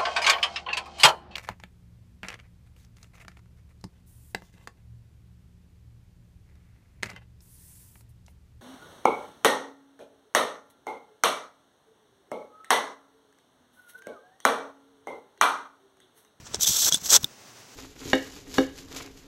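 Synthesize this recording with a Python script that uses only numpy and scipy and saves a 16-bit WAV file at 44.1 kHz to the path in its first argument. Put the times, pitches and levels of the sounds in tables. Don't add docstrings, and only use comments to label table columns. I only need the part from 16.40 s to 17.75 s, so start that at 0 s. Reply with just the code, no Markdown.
import sys
import numpy as np
from scipy import signal
from scipy.fft import rfft, irfft, next_fast_len
from scipy.io import wavfile
from scipy.ndimage import map_coordinates

SR = 44100
rng = np.random.default_rng(int(sys.argv[2]) if len(sys.argv) > 2 else 0)


def file_out(sig):
    cols = np.atleast_2d(sig).T
    lim = np.clip(cols, -1, 1)
    pcm = np.round(lim * 32767).astype(np.int16)
    wavfile.write(sys.argv[1], SR, pcm)


def attenuation_scalar(level_db):
    decades = np.asarray(level_db, float) / 20
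    return 10 ** decades


N = 59535


def unit(x):
    return x / np.sqrt(np.mean(x ** 2) + 1e-20)


def curves(rows):
    time_s, *columns = np.transpose(rows)
    return [np.interp(np.arange(N) / SR, time_s, c, right=-120) for c in columns]


def wobble(knots_per_s):
    knots = rng.standard_normal(int(N * knots_per_s / SR) + 4)
    return map_coordinates(knots, [np.arange(N) * knots_per_s / SR])


def filtered(x, response):
    m = next_fast_len(N + 8192)
    return irfft(rfft(x, m) * response(np.fft.rfftfreq(m, 1 / SR)), m)[:N]


def colour(points):
    f, db = np.transpose(points)
    return lambda hz: attenuation_scalar(np.interp(np.log(hz + 1), np.log(f + 1), db))


# (frequency [Hz], relative density [dB per Hz])
SURF_SPECTRUM = [(15, -50), (25, -32), (70, -22), (110, -2), (170, -11.5), (242, -1.5), (309, -8),
                 (607, -8), (1300, -11), (2050, -12.5), (4300, -14.5), (5900, -10.5), (7500, -16.5),
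                 (11000, -26), (16000, -27)]
SURF_DB = -51.5


def surf():
    wash = unit(filtered(rng.standard_normal(N), colour(SURF_SPECTRUM)))
    breath_db = 0.51 * wobble(3.6) + 1.32 * wobble(24.95)
    return attenuation_scalar(SURF_DB + breath_db) * wash


# (time [s], rumble level before RUMBLE_GAIN_DB [dB])
TREMOR = [(0.0, -60.5), (0.042, -57), (0.064, -63), (0.1, -52.5), (0.142, -55), (0.19, -54.5), (0.232, -56),
          (0.288, -51.5), (0.356, -60), (0.4, -59), (0.47, -51), (0.568, -60), (0.604, -67), (0.63, -57.5),
          (0.656, -58.5), (0.74, -53), (0.79, -50), (0.83, -57), (0.86, -54), (0.884, -79), (0.92, -75)]
RUMBLE_GAIN_DB, LUMP_SD_DB, LUMPS_PER_S = 1.6, 4.24, 45.94
# (time [s], level [dB], frequency [Hz], length scale [cycles])
GRIP_THUMPS = [(0.108, -41, 128, 1.8), (0.1442, -28, 390, 2.1), (0.1448, -26, 720, 1.5),
               (0.167, -50, 79, 1.2), (0.288, -34, 171, 1.5), (0.523, -34, 155, 2.8),
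               (0.542, -27, 257, 1.2), (0.566, -35, 170, 1.2), (0.622, -35, 187, 0.72),
               (0.8353, -25.5, 135, 1), (0.844, -33.5, 310, 1.8)]


def grip():
    out, t = np.zeros(N + SR), np.arange(SR // 10) / SR
    for time_s, level_db, hz, cycles in GRIP_THUMPS:
        u = t * hz / cycles
        envelope = 4.17 * u * np.exp(-2.4 * u)
        out[round(time_s * SR):][:len(t)] += attenuation_scalar(level_db) * envelope * np.sin(2 * np.pi * hz * t)
    tremor_db, = curves(TREMOR)
    spectrum = colour([(10, -30), (30, -7.5), (80, 0.5), (180, -5), (400, -12.5), (1000, -87)])
    rumble = unit(filtered(rng.standard_normal(N), spectrum))
    return out[:N] + attenuation_scalar(tremor_db + RUMBLE_GAIN_DB + LUMP_SD_DB * wobble(LUMPS_PER_S)) * rumble


GRAINS_PER_S, GRAIN_SPREAD_DB = 9000, 4
SMOOTH_POWER_SHARE, CHATTER_SD_DB, CHATTER_KNOTS_PER_S = .5, 1.6, 220


def grit():
    caught = rng.random(N) < GRAINS_PER_S / SR
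    size = attenuation_scalar(GRAIN_SPREAD_DB * np.clip(rng.standard_normal(N), -2, 2))
    sign = np.sign(rng.random(N) - .5)
    grains = np.sqrt(1 - SMOOTH_POWER_SHARE) * unit(caught * size * sign)
    friction = np.sqrt(SMOOTH_POWER_SHARE) * rng.standard_normal(N)
    return (grains + friction) * attenuation_scalar(CHATTER_SD_DB * wobble(CHATTER_KNOTS_PER_S))


# (frequency [Hz], width [Hz], gain [dB])
CASE_MODES = [(3470, 496, -6), (4040, 510, -6), (5887, 850, 0.3), (7904, 844, -4), (9190, 340, -12),
              (11580, 720, -9.5), (12950, 930, -12.5), (15700, 870, -18)]
HIGHPASS_HZ, HIGHPASS_DAMPING = 2900, .9


def case_response(f):
    modes = 0
    for k, (hz, width_hz, db) in enumerate(CASE_MODES):
        bandpass = 1j * f * width_hz / (hz * hz - f * f + 1j * f * width_hz)
        modes = modes + (-1) ** k * attenuation_scalar(db) * bandpass
    r = f / HIGHPASS_HZ
    return modes * (1j * r) ** 2 / (1 + HIGHPASS_DAMPING * 1j * r - r ** 2)


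# (time [s], level [dB], low body under pressure [dB re level])
STROKES = [
    [(0.02, -71.5, -15), (0.045, -56, -9), (0.072, -41.5, -8), (0.092, -65, 5), (0.122, -53.5, 1),
     (0.133, -48, -8), (0.137, -34, -4), (0.143, -40, -6), (0.148, -32.5, -8.5), (0.16, -35.5, -16),
     (0.165, -53, -6), (0.168, -45.5, 4), (0.173, -58, 0), (0.19, -60, -13)],
    [(0.196, -42, 0), (0.205, -38, -18), (0.209, -27.5, -20), (0.234, -18.5, -33), (0.242, -25.5, -19),
     (0.251, -25.5, -24), (0.255, -35, -16), (0.262, -24.5, -19), (0.268, -22.5, -20), (0.273, -15, -30),
     (0.281, -18.5, -22), (0.286, -20, -25), (0.296, -21.5, -22.5), (0.306, -25, -22), (0.352, -25, -20),
     (0.364, -22.5, -18.5), (0.392, -23, -19), (0.406, -21.5, -40), (0.422, -22, -15), (0.45, -21.5, -26),
     (0.47, -20.5, -14), (0.488, -19.5, -14), (0.496, -28.5, -14), (0.504, -43.5, -10)],
    [(0.512, -37, -14), (0.522, -27, -10), (0.526, -24, -28), (0.536, -24.5, -25), (0.54, -27, -20),
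     (0.547, -28, -11), (0.562, -30, -27), (0.568, -42, -19), (0.573, -34, -16.5), (0.582, -39.5, -14),
     (0.592, -49.5, -12)],
    [(0.604, -48, -20), (0.618, -39.5, -18), (0.626, -49, -8), (0.644, -33.5, -18), (0.668, -27.5, -16),
     (0.678, -32.5, -17), (0.684, -40, -10)],
    [(0.692, -25.5, -17), (0.716, -17, -18.5), (0.728, -13, -12.5), (0.748, -11, -16),
     (0.766, -13.5, -13.5), (0.776, -28.5, -10), (0.786, -51.5, -6), (0.794, -51, -2)],
    [(0.802, -49, -17), (0.824, -48.5, -18), (0.832, -31.5, -20), (0.836, -40.5, -4), (0.839, -52, -3),
     (0.85, -49, -3), (0.87, -64, -9), (0.88, -67, -6)],
]
STROKE_TREBLE = [-12, 1.7, -1, 1.5, -0.8, 3]
TREBLE_HZ = 9700
# (frequency [Hz], relative density [dB per Hz])
BODY_SPECTRUM = [(120, -17), (250, -14.5), (400, -1), (720, -2.5), (1500, -1), (1900, -6), (2500, -8.5),
                 (3500, -7), (6600, -120)]


def rubbing():
    rows = [(*row, db) for stroke, db in zip(STROKES, STROKE_TREBLE) for row in stroke]
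    level_db, body_db, treble_db = curves(rows)
    source = grit()
    steady_rms = np.sqrt(np.mean(filtered(source, case_response) ** 2))
    hiss = filtered(source * attenuation_scalar(level_db), case_response) / steady_rms
    treble = filtered(hiss, lambda f: 1 / (1 + (TREBLE_HZ / (f + 1)) ** 20))
    body = unit(filtered(grit(), colour(BODY_SPECTRUM)))
    return hiss + (attenuation_scalar(treble_db) - 1) * treble + attenuation_scalar(level_db + body_db) * body


# (time [s], level [dB], centre of excited modes [Hz])
CRACKS = [(0.1453, -8.5, 5100), (0.145, -19, 7630), (0.2104, -17, 6100), (0.2334, -15.5, 5840),
          (0.2734, -16, 6100), (0.2772, -7, 6660), (0.5239, -5.5, 6100), (0.5431, -10.5, 6000),
          (0.5447, -8, 8700), (0.844, -18.5, 5700), (0.8436, -12.5, 7800), (0.8443, -11.5, 14000)]
# (frequency [Hz], relative level [dB], t60 [s])
CRACK_MODES = [(810, -4.5, 0.0056), (1740, 3, 0.0034), (2310, 0, 0.0037), (4164, 13.5, 0.0031),
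               (5350, 1.5, 0.0053), (6100, 4, 0.0061), (7720, -10.5, 0.012), (8700, 3.5, 0.005),
               (11500, -2, 0.0024), (14000, -1.5, 0.0026), (15300, -14, 0.0046)]
CRACK_REACH_OCT, CRACK_FALL_DB, CRACK_ATTACK_S, MODE_SCATTER_DB = .26, 21, .0001, 2
# (time [s], level before SHELL_GAIN [dB], frequency [Hz], t60 [s])
SHELL_RINGS = [(0.142, -28, 3540, 0.019), (0.2445, -16.5, 3470, 0.024), (0.2490, -17, 3484, 0.031),
               (0.5237, -12.5, 3340, 0.037), (0.5440, -12.5, 3470, 0.041), (0.8437, -9.5, 3590, 0.013)]
RING_ATTACK_S = .0004
SHELL_GAIN = 1 + attenuation_scalar(-17.5)


def clicks():
    out, t = np.zeros(N + SR), np.arange(SR // 10) / SR
    scatter_db = MODE_SCATTER_DB * rng.standard_normal((len(CRACKS), len(CRACK_MODES)))
    for (time_s, level_db, centre_hz), vary_db in zip(CRACKS, scatter_db):
        crack = np.zeros(len(t))
        for (hz, db, t60_s), v_db in zip(CRACK_MODES, vary_db):
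            distance = np.log2(hz / centre_hz) / CRACK_REACH_OCT
            fall_db = CRACK_FALL_DB * (1 - np.exp(-distance ** 2))
            crack += attenuation_scalar(db + v_db - fall_db - 60 * t / t60_s) * np.sin(2 * np.pi * hz * t)
        attack = 1 - np.exp(-t / CRACK_ATTACK_S)
        out[round(time_s * SR):][:len(t)] += attenuation_scalar(level_db) * attack * crack
    for time_s, level_db, hz, t60_s in SHELL_RINGS:
        envelope = attenuation_scalar(level_db - 60 * t / t60_s) * (1 - np.exp(-t / RING_ATTACK_S))
        out[round(time_s * SR):][:len(t)] += SHELL_GAIN * envelope * np.sin(2 * np.pi * hz * t)
    return out[:N]


def scene():
    return (surf() + grip() + rubbing() + clicks())[None]


def low_pass(x):
    return signal.sosfilt(signal.butter(12, 16830, fs=SR, output="sos"), x)


def record(dry):
    top_hz = 15760
    mix = filtered(dry[0], lambda hz: hz < top_hz)[None]
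    return low_pass(mix)


dry = scene()
out = record(dry)
file_out(out)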